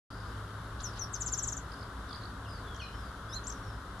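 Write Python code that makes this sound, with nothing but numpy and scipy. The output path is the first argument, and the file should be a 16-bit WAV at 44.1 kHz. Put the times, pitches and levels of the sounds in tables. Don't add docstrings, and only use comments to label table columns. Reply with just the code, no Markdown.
import sys
import numpy as np
from scipy import signal
from scipy.fft import rfft, irfft
from scipy.io import wavfile
from scipy.ndimage import map_coordinates

SR = 44100
rng = np.random.default_rng(int(sys.argv[2]) if len(sys.argv) > 2 else 0)


def persist_wave(psi):
    counts = np.round(np.clip(psi, -1, 1) * 32767).astype(np.int16)
    wavfile.write(sys.argv[1], SR, np.atleast_2d(counts).T)


N = 176400
TIME = np.arange(N) / SR


def from_db(db):
    return 10 ** (np.asarray(db) / 20)


def rms_one(x):
    return x / np.sqrt(np.mean(x ** 2) + 1e-20)


def wander(t, rate):
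    steps = (t - t[0]) * rate
    return map_coordinates(rng.standard_normal(4096), [steps], order=3, mode="wrap")


def add(out, start, sound):
    i = int(start * SR)
    out[..., i:i + sound.shape[-1]] += sound[..., :N - i]


def scatter(x, fade_s):
    t = TIME[:SR]
    build_up = 1 - np.exp(-t / .004)
    tail = rng.standard_normal((2, SR)) * from_db(-60 * t / fade_s) * build_up
    tail /= np.sqrt(np.sum(tail ** 2, axis=1, keepdims=True))
    return signal.fftconvolve(x[None], tail, axes=1)[:, :N]


# f/Hz, left level/dB, right level/dB
AIR_COLOUR = [(20, -83, -83), (32, -71, -71.5), (59, -61, -61), (81, -69, -69), (135, -73.5, -73.5),
              (170, -73.5, -73.5), (251, -78, -78.5), (520, -81.5, -82), (837, -81, -85), (1027, -75, -80),
              (1300, -73, -78), (1540, -75, -80.5), (1894, -91.5, -86), (2416, -100.5, -98),
              (3110, -89.5, -99.5), (3640, -90, -92.5), (4750, -97.5, -96), (6800, -100, -104),
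              (8400, -101, -107), (9800, -104, -108), (10355, -95, -109), (11960, -109, -107),
              (13330, -115, -114), (14700, -120, -120)]
# f/Hz, likeness (1 = the same)
AIR_LIKENESS = [(130, 1.0), (290, 1.0), (640, 0.93), (1410, 0.674), (3100, 0.013)]
def air():
    log_hz = np.log(np.maximum(np.arange(N // 2 + 1) * SR / N, 1))
    colour, likeness = np.array(AIR_COLOUR), np.array(AIR_LIKENESS)
    alike = np.sqrt(np.interp(log_hz, np.log(likeness[:, 0]), likeness[:, 1]))
    shared, opposite = rfft(rng.standard_normal((2, N)))
    ears = np.sqrt((1 + alike) / 2) * shared + np.sqrt((1 - alike) / 2) * opposite * [[1], [-1]]
    gain = from_db([np.interp(log_hz, np.log(colour[:, 0]), db) for db in colour.T[1:]])
    sway_db = -.5 + .5 * wander(TIME, 6.34)
    return irfft(ears * gain, N) * np.sqrt(SR / 2) * from_db(sway_db)


# t/s, relative level/dB
HUM_SWELL = [(0.11, -50), (0.16, -47), (1.7, -49.5), (1.73, -76), (1.81, -45.5), (1.88, -53.5), (2.17, -61),
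             (2.2, -45.5), (3.02, -51), (3.19, -72), (3.24, -45), (3.41, -47), (3.55, -53), (3.7, -44.5),
             (3.94, -60.5), (4.0, -48)]
# f/Hz, width/Hz, level/dB
DRONE_TONES = [(60.96, 10, -51.5), (198.4, 7, -65), (273.2, 12, -61.5), (409.7, 8, -66)]
def drone():
    hum_hz = 106.6 + 2.69 * wander(TIME, 12)
    hum_db = np.interp(TIME, *np.transpose(HUM_SWELL)) - .5 + 3 * wander(TIME, 12)
    out = np.sqrt(2) * from_db(hum_db) * np.sin(2 * np.pi * np.cumsum(hum_hz) / SR)
    for hz, width, db in DRONE_TONES:
        sway = wander(TIME, 2 * width) + 1j * wander(TIME, 2 * width)
        out += from_db(db) * rms_one(np.real(sway * np.exp(2j * np.pi * hz * TIME)))
    return out


# its own f/Hz, level/dB compared with the tone
OCTAVE_LEVELS = [(8000, -43), (10000, -15), (12000, -29), (13500, -46)]
# f/Hz, left level/dB, right level/dB
EAR_LEVELS = [(4230, -4, 0.5), (5740, 1.5, -6), (6340, 7.5, -12), (6800, 1, -20), (6900, 2.5, -2.5),
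              (8900, 2, -6)]
def syrinx(t, hz, db, far=False):
    pitch_share, flutter_db, wobbles_per_s = (.0176, 2, 160) if far else (.0068, 1.5, 423)
    shaky_hz = hz * (1 + pitch_share * wander(t, wobbles_per_s))
    phase = 2 * np.pi * np.cumsum(shaky_hz) / SR
    edges = np.clip(np.minimum(t - t[0], t[-1] - t) / .00027, 0, 1)
    roughness = .89 * wander(t, 1600)
    octave = from_db(np.interp(2 * hz, *np.transpose(OCTAVE_LEVELS))) * np.sin(2 * phase + roughness)
    loudness = edges * from_db(db + flutter_db * wander(t, wobbles_per_s))
    voice = np.sqrt(2) * loudness * (np.sin(phase) + octave)
    ear_hz, left_db, right_db = np.transpose(EAR_LEVELS)
    return voice * from_db([0 * hz, np.interp(hz, ear_hz, left_db), np.interp(hz, ear_hz, right_db)])


# share of the note gone by, relative level/dB
QUICK_SWELL = [(0, -19), (.12, -6), (.55, -4), (.75, -7), (1, -18.5)]
# share of the note gone by, relative level/dB
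GENTLE_SWELL = [(0, -5), (.2, -1.5), (.5, -1), (1, -3.5)]
def note(length, first_hz, middle_hz, last_hz, db, far=False):
    t = np.arange(int(length * SR)) / SR
    progress = t / length
    hz = np.polyval(np.polyfit([0, .5, 1], [first_hz, middle_hz, last_hz], 2), progress)
    swell_db = np.interp(progress, *np.transpose(GENTLE_SWELL if far else QUICK_SWELL))
    return syrinx(t, hz, db + swell_db, far)


def chip(top_hz, db):
    foot_hz = top_hz - 1330
    return note(.0093, foot_hz, top_hz, foot_hz, db)[0]


def twitter():
    first_s, end_s, gap_s, fade_db_per_s = .11, .31, .018, 24
    out = np.zeros(N)
    for start in np.arange(first_s, end_s, gap_s):
        late, sharp = rng.uniform(-.91, 1, 2)
        db = -54 - fade_db_per_s * (start - first_s)
        add(out, start + late * gap_s / 4, chip(5000 + 290 * sharp, db))
    return out


def noise_band(low_hz, high_hz):
    band = signal.butter(2, [low_hz, high_hz], "band", fs=SR, output="sos")
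    return rms_one(signal.sosfilt(band, rng.standard_normal((2, N))))


# middle t/s, half-length/s, level/dB
RASP_SWELLS = [(0.808, 0.015, -53), (0.892, 0.055, -59), (0.943, .014, -67), (0.977, 0.019, -50.5)]
def rasps():
    swell = sum(from_db(db) * np.exp(-((TIME - middle) / half) ** 2) for middle, half, db in RASP_SWELLS)
    return swell * noise_band(2900, 5200)


# low f/Hz, high f/Hz, level/dB compared with the tone
SIZZLE_BANDS = [(10100, 12000, -25), (2950, 4200, -21)]
def sizzle(voice, lag_s=.012):
    linger = np.exp(-1 / (lag_s * SR))
    effort = signal.lfilter([1 - linger], [1, -linger], np.abs(voice) + 1e-18)
    return effort * sum(from_db(db) * noise_band(low, high) for low, high, db in SIZZLE_BANDS)


def sung(curve):
    out = np.zeros((3, N))
    times, hz, db = np.transpose(curve)
    t = np.arange(times[0], times[-1], 1 / SR)
    add(out, times[0], syrinx(t, np.interp(t, times, hz), np.interp(t, times, db)))
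    return out


# start t/s, length/s, first f/Hz, middle f/Hz, last f/Hz, relative level/dB
FLICK_NOTES = [(0.801, 0.0098, 3630, 4850, 7760, -40), (.933, 0.0085, 5060, 4870, 4900, -45),
               (0.97, .009, 3500, 4880, 7500, -49), (2.746, 0.0022, 4500, 5730, 7000, -46),
               (2.761, .002, 4500, 5500, 7000, -42.5), (2.764, 0.003, 4900, 6230, 8450, -45),
               (3.438, 0.019, 5600, 6920, 6870, -46.5), (3.466, 0.024, 4757, 7400, 6970, -35),
               (3.464, 0.031, 8500, 7500, 7430, -47), (3.498, 0.012, 4800, 6280, 6600, -37.5),
               (3.520, 0.0094, 5000, 5890, 6800, -39.5), (3.989, .020, 6800, 7400, 7600, -54)]
# t/s, f/Hz, relative level/dB
TRILL_STUMBLES = [
    [(1.124, 9200, -63), (1.132, 7430, -48), (1.135, 7560, -42.5), (1.141, 6370, -37), (1.147, 6200, -34.5),
     (1.150, 5530, -46), (1.153, 6540, -39), (1.158, 4680, -46), (1.163, 6020, -41), (1.169, 4000, -51)],
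    [(1.198, 9200, -64), (1.205, 7760, -44), (1.211, 6680, -35.5), (1.217, 7530, -34), (1.223, 5900, -35),
     (1.226, 6600, -43), (1.232, 4960, -44)],
    [(1.256, 8200, -58), (1.263, 7400, -35), (1.272, 6320, -37.5), (1.276, 7250, -36), (1.280, 6150, -34),
     (1.286, 4800, -48), (1.289, 6100, -47), (1.295, 4200, -48)],
]
TRILL_SWEEPS = [(1.32, 0.032, 7500, 6560, 4560, -29), (1.373, 0.034, 7880, 6370, 5350, -30.5),
                (1.422, 0.031, 7930, 6960, 5160, -31), (1.471, .026, 7960, 6670, 5100, -30),
                (1.519, 0.021, 7850, 6370, 5300, -33.5), (1.566, 0.019, 7830, 6630, 5500, -36.5)]
def quick_notes():
    out = sum(sung(curve) for curve in TRILL_STUMBLES)
    for start, *shape in TRILL_SWEEPS + FLICK_NOTES:
        add(out, start, note(*shape))
    return out


# t/s, f/Hz, relative level/dB
SLUR_CURVES = [
    [(.817, 10000, -58), (.829, 8100, -61), (.833, 7360, -45.5), (.846, 6140, -40), (.862, 5670, -39),
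     (.882, 5170, -52), (.897, 5050, -52)],
    [(.986, 7700, -64), (.992, 6800, -50), (.997, 6200, -40.5), (1.006, 6060, -46), (1.018, 5840, -37),
     (1.034, 5580, -35.5), (1.041, 5100, -46), (1.048, 4850, -48)],
]
def slurs():
    return sum(sung(curve) for curve in SLUR_CURVES)


# t/s, f/Hz, relative level/dB
LOW_SIDE = [(3.285, 3410, -59), (3.318, 3450, -58.5), (3.334, 3850, -43), (3.356, 4100, -45.5),
            (3.370, 4214, -34.5), (3.385, 4030, -47), (3.392, 4070, -51)]
HIGH_SIDE = [(3.292, 4960, -55), (3.320, 5230, -51), (3.345, 6150, -44), (3.358, 7450, -51.5),
             (3.368, 7200, -61), (3.376, 6300, -61.5)]
def rising_note():
    low, high = sung(LOW_SIDE), sung(HIGH_SIDE)
    sum_tone = np.real(signal.hilbert(low[0]) * signal.hilbert(high[0]))
    return low + high + from_db(23) * sum_tone


# delay t/s, left level/dB, right level/dB
BRANCH_ECHOES = [(.0028, -20, -6.5), (.0095, -9, -23)]
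def flycatcher():
    quick = quick_notes()
    song = quick + slurs() + rising_note()
    voice = song[0]
    heard = song[1:] + sizzle(quick[0])
    bright = signal.sosfilt(signal.butter(2, 6800, "high", fs=SR, output="sos"), voice)
    for delay, left_db, right_db in BRANCH_ECHOES:
        add(heard, delay, from_db([[left_db], [right_db]]) * bright)
    twigs = from_db(-2.5) * scatter(bright, fade_s=.15)
    wood = from_db(-25) * scatter(voice, fade_s=.29)
    return from_db(-1) * (heard + twigs + wood)


# start t/s, top f/Hz, relative level/dB
CHIP_NOTES = [(1.717, 5130, -49), (1.735, 5020, -50.5), (1.791, 5130, -57), (1.809, 5120, -52),
              (1.827, 5000, -50), (2.089, 5100, -52.5), (2.107, 4870, -48), (2.127, 4810, -43),
              (2.146, 4720, -43.5), (2.156, 5050, -49), (2.215, 4480, -51), (2.234, 4570, -46.5),
              (2.253, 4730, -50)]
def chips():
    out = np.zeros(N)
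    for start, top_hz, db in CHIP_NOTES:
        add(out, start, chip(top_hz, db))
    return out


# start t/s, length/s, first f/Hz, middle f/Hz, last f/Hz, relative level/dB
WHISTLE_NOTES = [(2.083, 0.057, 3780, 3510, 3330, -58), (2.448, 0.0325, 3460, 2775, 2810, -59.5),
                 (2.48, 0.11, 5020, 4830, 4280, -59), (2.653, 0.11, 3520, 3364, 3170, -58.5),
                 (2.789, 0.1, 4610, 4120, 3880, -55.5), (2.795, 0.047, 3440, 2593, 2460, -51),
                 (2.799, 0.051, 6500, 5300, 4770, -62), (2.86, 0.0302, 2636, 3050, 2670, -55.5),
                 (2.932, 0.024, 3160, 3110, 3050, -60), (2.92, 0.17, 5500, 5170, 4580, -66.5),
                 (3.557, 0.027, 5640, 5450, 4900, -64.5), (3.625, 0.12, 5730, 5340, 5050, -65)]
def whistles():
    out = np.zeros(N)
    for start, *shape in WHISTLE_NOTES:
        add(out, start, from_db(1) * note(*shape, far=True)[0])
    return out


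def far_birds():
    ahead, right = twitter() + whistles(), chips()
    direct = ahead + right * from_db([[-6], [6]])
    return direct + scatter(from_db(-1) * ahead + from_db(-1.5) * right, fade_s=.35)


def scene():
    return air() + drone() + far_birds() + rasps() + flycatcher()


def record(dry):
    silence_s, cutoff_hz = .103, 15200
    opened = dry * np.clip((TIME - silence_s) / .001, 0, 1)
    return signal.sosfilt(signal.ellip(12, .1, 80, cutoff_hz, fs=SR, output="sos"), opened)


dry = scene()
out = record(dry)
persist_wave(out)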